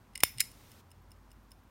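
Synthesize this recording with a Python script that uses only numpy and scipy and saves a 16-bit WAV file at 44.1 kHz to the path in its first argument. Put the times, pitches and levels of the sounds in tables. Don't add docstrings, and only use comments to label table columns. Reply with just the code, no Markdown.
import sys
import numpy as np
from scipy import signal
from scipy.fft import rfft, irfft
from scipy.io import wavfile

SR = 44100
rng = np.random.default_rng(int(sys.argv[2]) if len(sys.argv) > 2 else 0)


def generate_wav(signal):
    frames = np.transpose(np.atleast_2d(signal))
    scaled = np.clip(frames, -1, 1) * 32767
    pcm = np.round(scaled).astype(np.int16)
    wavfile.write(sys.argv[1], SR, pcm)


N = 74970
T = np.arange(N) / SR

# start in seconds, strength in dB, pawl ping in dB.
LEVER_CATCHES = [(0.135, -24.5, -75), (0.1533, -7.5, -45.5), (0.1564, 3, -32), (0.177, -4, -28),
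                 (0.2034, -8, -54.5), (.2051, 0.5, -35), (0.2055, -3, -51.5), (.2275, -6.5, -53.5),
                 (.2330, 4, -35.5), (0.2495, 0, -27.5), (.3757, -12.5, -57), (.3834, 2, -37.5),
                 (0.3965, 1.5, -45), (0.3991, 5, -42)]
# start in seconds, strength in dB.
CROWN_PRESS = [(.2349, 0), (.2354, 1)]
CROWN_RELEASE = [(0.4042, 2.5), (.4062, -0.5), (0.4124, -7.5)]
# start in seconds, strength in dB, low and high band edges in Hz.
CASE_KNOCKS = [(.2354, 10.5, 90, 3623), (0.4129, -0.5, 1524, 2700)]
# start in seconds, strength in dB.
BEATS = [(.516, -1), (0.7171, 1), (0.9155, -0.5), (1.1171, 0), (1.3158, -1), (1.5174, 2)]
HIGH_PINGS = [(1.023, -44.5), (1.229, -46), (1.330, -39), (1.4325, -44), (1.5347, -43.5), (1.637, -44.5)]
# pitch in Hz, ring time (t60) in seconds,
# then gain in dB when struck by a press, a release, a catch and a tick.
CASE_MODES = [(2040, .03, -42, -33.5, -46, -68.5), (2193.4, 0.031, -27.5, -40.5, -53, -75.5),
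              (2860, .035, -43, -39.5, -47.5, -61.5), (3610, .018, -23.5, -49.5, -51, -66),
              (4345, .018, -29, -38.5, -56, -93), (5158, 0.027, -34, -26.5, -43.5, -57),
              (5288, 0.028, -26.5, -31, -46, -61.5), (7080, 0.025, -28, -27, -57, -66),
              (8544, .022, -33, -28, -53.5, -62), (9000, .015, -30, -35, -46, -57),
              (10190, 0.02, -25, -27, -55.5, -64), (9960, .03, -24.5, -37.5, -54, -62),
              (12550, 0.02, -23.5, -42, -57, -95), (14050, .012, -25, -36.5, -56.5, -75.5),
              (15180, .018, -23, -38.5, -57, -61.5), (16140, 0.017, -19.5, -42.5, -58.5, -72.5)]
PRESS_MODE_DB, RELEASE_MODE_DB, CATCH_MODE_DB, TICK_MODE_DB = np.transpose(CASE_MODES)[2:]
# pitch in Hz, ring time (t60) in seconds, gain in dB.
SPRING_MODES = [(2198, 0.13, -53), (5110, .45, -54), (5240, .35, -51), (5345, .35, -49.5),
                (10240, .15, -54.5)]
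# frequency in Hz, gain in dB.
CATCH_CLATTER_EQ = [(100, -44), (1400, -35), (2100, -15.5), (2800, -12.5), (4500, -20.5), (5300, -20),
                    (6800, -25), (9300, -18), (11000, -25.5), (16000, -26.5)]
PRESS_CLATTER_EQ = [(100, -7), (1200, -10.5), (2400, -3.5), (4200, 2), (6200, 1.5), (7800, -0.5),
                    (9300, 10), (11000, 0), (12300, 3.5), (16000, 3)]
RELEASE_CLATTER_EQ = [(100, -28.5), (900, -33), (1500, -8), (2500, 5), (3400, -3.5), (4300, 0), (5900, -2),
                      (7800, -7), (9300, 6), (11700, 1), (13500, -7), (16000, -8)]
TICK_CLATTER_EQ = [(100, -48), (1800, -46), (3000, -33), (4400, -58), (5300, -22), (6400, -45.5),
                   (9500, -28), (11000, -34.5), (16000, -38)]
# frequency in Hz, gain in dB.
ROOM_EQ = [(100, -40.5), (1000, -35), (1500, -26), (2000, -17), (3000, -20), (5200, -17), (7000, -18),
           (10000, -21), (11500, -18.5), (13500, -16), (15500, -22.5)]
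RUMBLE_EQ = [(20, -68), (35, -55), (48, -43.5), (66, -44.5), (110, -39.5), (160, -47.5), (220, -44.5),
             (450, -57.5), (750, -56), (1020, -53.5), (1700, -62), (2300, -67.5), (4500, -79),
             (16000, -100)]
HISS_EQ = [(100, -57.5), (300, -60), (700, -67.5), (1500, -69), (3500, -70), (6000, -72), (8000, -75),
           (9300, -72.5), (10400, -79), (12000, -73), (15500, -76.5)]
# time in seconds, gain in dB.
HISS_FADER = [(0, 0), (.22, -1.5), (.25, 6), (.6, 10.5), (.805, 10), (.818, -1), (1.7, -1.5)]
# time in seconds, level in dB.
MAINS_FADER = [(0, -69), (.1, -60.5), (.58, -61), (.72, -80), (1.05, -57), (1.4, -57.5), (1.7, -64)]
DRONE_FADER = [(0, -67), (.68, -68.5), (.79, -59), (1.12, -58), (1.22, -63.5), (1.7, -69.5)]
THUD_FADER = [(.33, -95), (.368, -45), (0.389, -54), (.43, -62), (.52, -63.5), (.7, -80.5)]


def from_db(db):
    return 10 ** (np.asarray(db) / 20)


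def fader(points):
    return from_db(np.interp(T, *np.transpose(points)))


def convolve(x, response):
    return signal.fftconvolve(x, response)[:N]


def equalise(x, points):
    size = 4096
    hz, db = np.transpose(points)
    log_bin_hz = np.log(np.fft.rfftfreq(size, 1 / SR) + 1)
    gain = from_db(np.interp(log_bin_hz, np.log(hz), db))
    cepstrum = irfft(np.log(gain))
    cepstrum[1:size // 2] *= 2
    cepstrum[size // 2 + 1:] = 0
    return convolve(x, irfft(np.exp(rfft(cepstrum))))


def band(x, low_hz, high_hz, order):
    sos = signal.butter(order, [low_hz, min(high_hz, .48 * SR)], "band", fs=SR, output="sos")
    return signal.sosfilt(sos, x + 1e-18)


def decay(t60):
    return np.exp(-np.log(1000) * T / t60)


def impulses(hits):
    train = np.zeros(N)
    for start, db in hits:
        train[int(start * SR)] += from_db(db)
    return train


def hit_envelope(hits, t60):
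    retained = np.exp(-2 * np.log(1000) / (t60 * SR))
    energy = signal.lfilter([1], [1, -retained], impulses(hits) ** 2 + 1e-24)
    return np.sqrt(energy)


def tone(hz):
    return np.sin(2 * np.pi * (hz * T + rng.random()))


def ring(hits, hz, t60):
    return hit_envelope(hits, t60) * tone(hz)


def background():
    rumble = equalise(rng.standard_normal(N), RUMBLE_EQ)
    hiss = fader(HISS_FADER) * equalise(rng.standard_normal(N), HISS_EQ)
    mains = fader(MAINS_FADER) * tone(hz=49.5)
    drone = fader(DRONE_FADER) * tone(hz=88)
    hand_thud = fader(THUD_FADER) * tone(hz=124)
    return rumble + hiss + mains + drone + hand_thud


def strike_case(hits, mode_db, clatter_eq, clatter_t60):
    ringing = sum(from_db(db) * ring(hits, hz, t60) for (hz, t60, *_), db in zip(CASE_MODES, mode_db))
    envelope = hit_envelope(hits, clatter_t60) / np.linalg.norm(decay(clatter_t60))
    clatter = equalise(envelope * rng.standard_normal(N), clatter_eq)
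    return band(ringing, low_hz=1600, high_hz=SR, order=4) + clatter


def levers():
    catch_hits = [(start, db) for start, db, _ in LEVER_CATCHES]
    pawl_hits = [(start, db) for start, _, db in LEVER_CATCHES]
    catches = strike_case(catch_hits, CATCH_MODE_DB, CATCH_CLATTER_EQ, clatter_t60=.019)
    pawl = ring(pawl_hits, hz=9100, t60=.005)
    return catches + band(pawl, low_hz=5000, high_hz=15000, order=2)


def room(send, predelay_s=.013):
    tail = rng.standard_normal(N) * decay(t60=.29) * (T > predelay_s)
    return equalise(convolve(send, tail / np.linalg.norm(tail)), ROOM_EQ)


def case_knock(start, db, low_hz, high_hz):
    return band(impulses([(start, db)]), low_hz, high_hz, order=3)


def crown_snap(jolt_hz=62, jolt_gain_db=-42):
    crack = strike_case(CROWN_PRESS, PRESS_MODE_DB, PRESS_CLATTER_EQ, clatter_t60=.018)
    hand_response = decay(t60=.11) * np.sin(2 * np.pi * jolt_hz * T)
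    jolt = from_db(jolt_gain_db) * convolve(impulses(CROWN_PRESS[-1:]), hand_response)
    return crack + case_knock(*CASE_KNOCKS[0]) + jolt


def spring():
    hits = [CROWN_PRESS[-1], CROWN_RELEASE[-1]]
    return sum(from_db(db) * ring(hits, hz, t60) for hz, t60, db in SPRING_MODES)


def crown_rebound():
    rattle = strike_case(CROWN_RELEASE, RELEASE_MODE_DB, RELEASE_CLATTER_EQ, clatter_t60=.011)
    return rattle + case_knock(*CASE_KNOCKS[1])


def escapement(unlock_lead_s=.0103, unlock_gain_db=-11):
    unlocks = [(start - unlock_lead_s, db + unlock_gain_db) for start, db in BEATS]
    ticks = strike_case(list(BEATS) + unlocks, TICK_MODE_DB, TICK_CLATTER_EQ, clatter_t60=.014)
    pings = band(impulses(HIGH_PINGS), low_hz=12000, high_hz=15580, order=2)
    return ticks + pings


def scene():
    layers = [(levers(), .5), (crown_snap(), -1.5), (crown_rebound(), -.5), (escapement(), -2)]
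    direct = sum(sound for sound, _ in layers) + spring()
    send = sum(from_db(db) * sound for sound, db in layers)
    return (direct + room(send) + background())[None]


def record(dry, cutoff_hz=15850):
    return signal.sosfilt(signal.ellip(10, .1, 80, cutoff_hz, fs=SR, output="sos"), dry)


dry = scene()
out = record(dry)
generate_wav(out)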